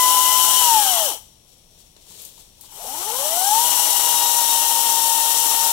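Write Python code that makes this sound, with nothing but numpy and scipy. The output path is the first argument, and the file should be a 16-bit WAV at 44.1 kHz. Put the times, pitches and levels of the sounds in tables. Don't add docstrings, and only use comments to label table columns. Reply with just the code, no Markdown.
import sys
import numpy as np
from scipy import signal
from scipy.fft import rfft, irfft, next_fast_len
from scipy.io import wavfile
from scipy.ndimage import uniform_filter1d, map_coordinates

SR = 44100
rng = np.random.default_rng(int(sys.argv[2]) if len(sys.argv) > 2 else 0)


def store_pcm(level_fs):
    pcm = np.round(np.clip(level_fs, -1, 1) * 32767).astype(np.int16)
    wavfile.write(sys.argv[1], SR, np.atleast_2d(pcm).T)


N = 252247
TIME_S = np.arange(N) / SR

TEETH = 6
RELEASE_S, BRAKE_S, RESTART_S = 0.55, 1.072, 2.637


# (sprocket order [rounded in use], level [dB], growth with speed [dB/octave])
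MESH_OVERTONES = [(12, -36.5, 4), (17.97, -43, -0.5), (24.16, -55.5, -2.5)]
# (sprocket order, level [dB], gain on a loose chain [dB])
DRIVE_LINES = [(2, -21, 1), (3, -24, -2.5), (4, -24, -4.5), (5, -27, -6), (7, -31, 6), (8, -24, 7.5),
               (9, -20.5, 1.5), (10, -26.5, 10.5), (11, -30, 10.5), (13, -29.5, 12.5), (17, -23, 6.5)]
# (time [s], meshing tone gain [dB], left minus right [dB])
SAW_SWING = [(0, 4.5, -4.5), (.17, 2.5, -2.5), (.45, -1.5, -0.5), (.6, -3, -3), (.69, 4.5, .5),
             (.8, 1.5, 1.5), (1.05, 4, -0.5), (3.2, 1.5, 2.5), (3.58, 0, 3.5), (3.68, -8.5, -2),
             (4.0, -10.5, 0), (4.14, -4, 1), (5, -5, 1), (5.45, -8.5, 3), (5.72, -6.5, 4)]
def whine(turns, mesh_hz, drive_db, flutter_db=1.03, slack_rad=0.028, left_lead_rad=0.56):
    swing_db, side_db = curves(SAW_SWING)
    cover_db = 6.5 * np.exp(-((mesh_hz - 871.6) / 47.5) ** 2)
    tone_db = -24.5 + speed_db(mesh_hz, db_per_octave=18.5) + cover_db + swing_db
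    sag = 1 + np.clip((930 - mesh_hz) / 200, 0, 1.2)
    angle = 2 * np.pi * turns + slack_rad * sag * wobble(45)
    stereo_rad = np.array([[left_lead_rad], [0]])
    lines = []
    for order, db, growth in MESH_OVERTONES:
        low_cut_db = 20 * np.log10(1 + (450 * TEETH / (order * mesh_hz)) ** 4)
        lines.append((round(order), db + speed_db(mesh_hz, growth) - low_cut_db))
    for order, db, loose_db in DRIVE_LINES:
        lines.append((order, drive_db + db + loose_db * looseness()))
    sound = amp(tone_db + flutter_db * sag * wobble(50)) * np.sin(TEETH * angle + stereo_rad)
    for order, db in lines:
        jitter_rad = (0.14 + 0.012 * order) * sag ** 1.8 * wobble(110)
        line_db = db + housing_db(order, mesh_hz) + flare_db(order) - 2.5 + 2 * sag * wobble(40)
        phase = order * angle + jitter_rad + rng.uniform(0, 2 * np.pi)
        sound += amp(line_db) * np.sin(phase + stereo_rad)
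    return amp(8 + np.array([side_db, -side_db]) / 2) * sound


# (frequency [Hz], gain [dB])
HOUSING_RESPONSE = [(100, -37), (300, -14.5), (550, -7), (850, 3.5), (1150, -8.5), (1500, -9),
                    (2200, -12.5), (2700, -7.5), (3000, 12.5), (3400, 9.5), (5000, -30.5)]
def housing_db(order, mesh_hz):
    return along(HOUSING_RESPONSE, order * mesh_hz / TEETH)


# (time [s], half length [s], sprocket order, gain [dB])
LINE_FLARES = [(0.02, .06, 12, 15), (.25, 0.31, 8, 5.5), (.28, 0.079, 12, 12), (.41, 0.082, 18, 4.5),
               (0.635, .06, 18, 11), (.85, 0.14, 12, 5.5), (.9, .05, 24, 12.5), (3.176, 0.036, 12, 8),
               (3.72, 0.055, 18, 4.5), (4.17, 0.14, 18, 3.5), (4.2, 0.27, 24, 18.5),
               (4.52, 0.054, 24, 12.5), (5, 0.74, 18, 4.5), (5.1, 0.76, 24, 12.5)]
def flare_db(order):
    return sum(db * np.exp(-((TIME_S - at_s) / half_s) ** 2)
               for at_s, half_s, flaring, db in LINE_FLARES if flaring == order)


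# (time [s], link rate [Hz])
FREE_SPEED = [(0.04, 1005), (0.56, 1014)]
# (time [s], link rate [Hz])
WORK_SPEED = [(3.68, 962.9), (3.91, 966), (4.13, 946.2), (4.4, 943.3), (4.47, 931), (4.89, 926.5),
              (5.02, 916), (5.45, 929), (5.6, 918), (5.7, 923)]
def chain_speed(coast_hz_per_s=940, brake_hz_per_s=5400, spin_up_hz_per_s=964,
                torque_fade_s=0.068, creep_hz=95.06, inertia_s=0.06):
    free_hz, = curves(FREE_SPEED)
    work_hz, = curves(WORK_SPEED)
    released_s = np.clip(TIME_S - RELEASE_S, 0, BRAKE_S - RELEASE_S)
    pulling_s = torque_fade_s * (1 - np.exp(-released_s / torque_fade_s))
    coasting_hz = free_hz - coast_hz_per_s * (released_s - pulling_s)
    braking_hz = coasting_hz - brake_hz_per_s * np.maximum(TIME_S - BRAKE_S, 0)
    stopping_hz = creep_hz * np.logaddexp(0, braking_hz / creep_hz)
    starting_hz = np.minimum(spin_up_hz_per_s * (TIME_S - RESTART_S), work_hz)
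    mesh_hz = np.maximum(np.maximum(stopping_hz, starting_hz), 1)
    return uniform_filter1d(mesh_hz, int(inertia_s * SR))


def speed_db(mesh_hz, db_per_octave, full_hz=1000, rest_hz=39.8):
    return db_per_octave * np.log2(mesh_hz / full_hz) - 20 * np.log10(1 + (rest_hz / mesh_hz) ** 2)


def looseness(onset_s=0.25, free_share=0.37):
    released = (1 + np.tanh((TIME_S - RELEASE_S) / onset_s)) / 2
    return (TIME_S < RESTART_S) * (free_share + (1 - free_share) * released)


# (frequency [Hz], width [Hz], gain [dB])
STEEL_MODES = [(3220, 1570, -2.5), (4000, 2600, -6.5), (5750, 910, 2.5), (7660, 2180, 3), (9700, 1780, 3),
               (11790, 1650, 1), (13600, 5800, -1)]
# (frequency [Hz], width [Hz], gain [dB])
LINK_RING_MODES = [(6085, 28, 11), (6580, 35, 2)]
def clatter(turns, drive_db, throb_db=-0.5, shake_db=0.5, low_cut_hz=2700):
    force = amp(throb_db * np.sin(2 * np.pi * turns) + shake_db * wobble(90))
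    blows = force * ticks(32000, spread_db=1)
    steel = lambda hz: resonances(STEEL_MODES + LINK_RING_MODES, hz) * (1 - 1 / (1 + (hz / low_cut_hz) ** 6))
    return amp(drive_db + 6.5) * unit(filtered(blows, steel))


def guide_bar(mesh_hz, centre_hz=3060, width_hz=430, surge_db=1.5, loose_db=8):
    level_db = -31.5 + speed_db(mesh_hz, db_per_octave=5.5) + loose_db * looseness()
    band = resonant_noise([(centre_hz, width_hz, 0)], (2, N))
    return amp(level_db + surge_db * wobble(50)) * band


# (frequency [Hz], relative density [dB])
KNOCK_SPECTRUM = [(20, -52), (105, -26), (170, -31), (270, -16.5), (390, -20.5), (520, -12.5), (700, -12.5),
                  (850, 3), (1020, -7.5), (1350, -12), (1750, -19), (2400, -15), (5000, -26)]
def knocking(drive_db, growth=0.74, lumpy_db=2, loose_db=-3):
    moving = 1 / (1 + amp(-70.5 - drive_db) ** 2)
    level_db = growth * drive_db - 13.5 + loose_db * looseness() + lumpy_db * wobble(70)
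    return moving * amp(level_db) * stereo_noise(KNOCK_SPECTRUM)


def rasp(mesh_hz, centre_hz=900, width_hz=650, lumpy_db=2.5, loose_db=4.5, glide_hz=780):
    grinding = 1 / (1 + (mesh_hz / glide_hz) ** 10)
    level_db = -37 + speed_db(mesh_hz, db_per_octave=6.5) + loose_db * looseness()
    band = resonant_noise([(centre_hz, width_hz, 0)], N)
    return grinding * amp(level_db + lumpy_db * wobble(110)) * band


# (frequency [Hz], relative density [dB])
LEAF_SPECTRUM = [(120, -29), (200, 1), (223, -12), (430, -3.5), (564, -5.5), (812, -13.5), (890, -8.5),
                 (1030, -14), (1950, -16), (3300, -0.5), (5010, -4.5), (7480, 0.5), (15500, -7.5)]
# (time [s], relative level [dB])
LEAF_SWISHES = [(1.53, -57.5), (1.8, -55.5), (2.12, -47), (2.2, -45), (2.25, -47.5), (2.4, -49),
                (2.65, -50)]
def brush(rise_s=0.063, fall_s=0.074, clump_db=1.1):
    swishes = [amp(db) * np.exp(-np.maximum((at_s - TIME_S) / rise_s, (TIME_S - at_s) / fall_s))
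               for at_s, db in LEAF_SWISHES]
    stir = amp(-63.5)
    level = amp(7.5) * np.sqrt(stir ** 2 + np.sum(np.square(swishes), axis=0))
    crackle = ticks(14000, spread_db=0.5) * amp(clump_db * wobble(51))
    return level * unit(filtered(crackle, lambda hz: amp(along(LEAF_SPECTRUM, hz))))


# (time [s], relative level [dB], treble tilt
# [dB/octave])
SNAPS = [(1.965, -39, -4.5), (2.218, -24.5, 9), (2.251, -23, 7), (2.61, -26, 7.5)]
def snaps(tail_t60_s=0.21, crack_t60_s=0.017, crack_db=3):
    sound = np.zeros((2, N))
    for at_s, db, tilt in SNAPS:
        colour = lambda hz: amp(along(LEAF_SPECTRUM, hz) + tilt * np.log2(1 + hz / 500))
        noise = unit(filtered(rng.standard_normal((2, N)), colour))
        age_s = np.abs(TIME_S - at_s)
        crack = amp(crack_db - 60 * age_s / crack_t60_s)
        tail = amp(-60 * age_s / tail_t60_s)
        sound += (TIME_S >= at_s) * amp(db - 10) * (crack + tail) * noise
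    return sound


# (time [s], relative level [dB])
STEM_BUMPS = [(2.06, -48.5), (2.105, -40), (2.24, -53), (2.376, -41), (2.592, -47), (2.635, -37.5)]
# (frequency [Hz], width [Hz], gain [dB])
STEM_MODES = [(460, 350, -7), (940, 340, 6)]
def bumps(t60_s=0.088, attack_s=0.0036):
    envelope = np.zeros(N)
    for at_s, db in STEM_BUMPS:
        age_s = np.maximum(TIME_S - at_s, 0)
        envelope += amp(db - 8 - 60 * age_s / t60_s) * (1 - np.exp(-age_s / attack_s))
    return envelope * resonant_noise(STEM_MODES, N)


def lingering(level_db, scatter_db=-12, t60_s=0.27):
    decay = amp(-120 / (t60_s * SR))
    power = amp(level_db) ** 2
    tail = signal.lfilter([1 - decay], [1, -decay], power)
    return 10 * np.log10(power + amp(scatter_db) ** 2 * tail)


# (frequency [Hz], t60 [s])
WOODS_DECAY = [(200, .45), (1000, 0.47), (5000, 0.67), (15000, 0.48)]
def woods(x, delay_samples=400):
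    hz, age_s, noise = signal.stft(rng.standard_normal((2, SR // 2)), SR, nperseg=256)
    decay = amp(-60 * age_s / along(WOODS_DECAY, hz)[:, None])
    _, tail = signal.istft(noise * decay, SR, nperseg=256)
    delayed = np.pad(x, ((0, 0), (delay_samples, 0)))
    return signal.fftconvolve(delayed, tail / np.linalg.norm(tail[0]), axes=1)[:, :N]


# (frequency [Hz], relative density [dB])
AIR_SPECTRUM = [(12, -31.5), (20, 2.5), (44, -5.5), (175, -9), (232, -14), (932, -20), (1580, -32),
                (3450, -18), (4950, -28), (5690, -9), (6540, -32.5), (9930, -22), (15500, -36)]
def forest_air(level_db=-53):
    return amp(level_db) * stereo_noise(AIR_SPECTRUM)


# (frequency [Hz], correlation [0..1])
STEREO_CORRELATION = [(60, 1), (300, 0.35), (800, 0.66), (1500, 0), (3000, 0)]
def stereo_noise(spectrum):
    def mid_side_gains(hz):
        angle = np.arccos(along(STEREO_CORRELATION, hz)) / 2
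        return amp(along(spectrum, hz)) * [np.cos(angle), np.sin(angle)]
    mid, side = filtered(rng.standard_normal((2, N)), mid_side_gains)
    return unit(np.array([mid + side, mid - side]))


def resonant_noise(modes, shape):
    return unit(filtered(rng.standard_normal(shape), lambda hz: resonances(modes, hz)))


def resonances(modes, hz):
    power = sum(amp(db) ** 2 * np.abs(hz * width / (centre ** 2 - hz ** 2 + 1j * hz * width)) ** 4
                for centre, width, db in modes)
    return np.sqrt(power)


def ticks(per_s, spread_db):
    hits = rng.random(N) < per_s / SR
    sizes = amp(spread_db * rng.standard_normal(N))
    return unit(hits * sizes * rng.standard_normal((2, N)))


def wobble(knots_per_s):
    knots = rng.standard_normal(int(N * knots_per_s / SR) + 4)
    return map_coordinates(knots, [TIME_S * knots_per_s])


def filtered(x, response):
    size = next_fast_len(N + SR // 2)
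    return irfft(rfft(x, size) * response(np.fft.rfftfreq(size, 1 / SR)), size)[..., :N]


def along(points, hz):
    knots_hz, values = np.transpose(points)
    return np.interp(np.log(hz + 1), np.log(knots_hz + 1), values)


def curves(rows):
    knots_s, *columns = np.transpose(rows)
    return [np.interp(TIME_S, knots_s, column) for column in columns]


def amp(db):
    return 10 ** (np.asarray(db) / 20)


def unit(x):
    return x / np.sqrt(np.mean(x ** 2) + 1e-20)


def scene():
    mesh_hz = chain_speed()
    turns = np.cumsum(mesh_hz) / SR / TEETH
    drive_db = -20.5 + speed_db(mesh_hz, db_per_octave=7) + 2.03 * looseness()
    lingering_db = lingering(drive_db)
    saw = whine(turns, mesh_hz, drive_db) + clatter(turns, lingering_db)
    saw += guide_bar(mesh_hz) + knocking(lingering_db) + rasp(mesh_hz)
    near = saw + brush() + snaps() + bumps()
    return near + amp(-18) * woods(near) + forest_air()


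# (frequency [Hz], gain [dB])
RIGHT_SHADE = [(60, 0), (200, -4), (700, -4.5), (1300, -8.5), (2000, -3.5), (3000, -14.5), (4300, -1.5),
               (5700, -13.5), (9500, -15.5), (11000, -23.5), (15000, -16.5)]
def record(dry, ceiling=0.85, top_hz=15780):
    heard = filtered(dry, lambda hz: np.array([np.ones_like(hz), amp(along(RIGHT_SHADE, hz))]))
    rounded = heard / (1 + np.abs(heard / ceiling) ** 8) ** (1 / 8)
    return filtered(rounded, lambda hz: hz < top_hz)


dry = scene()
out = record(dry)
store_pcm(out)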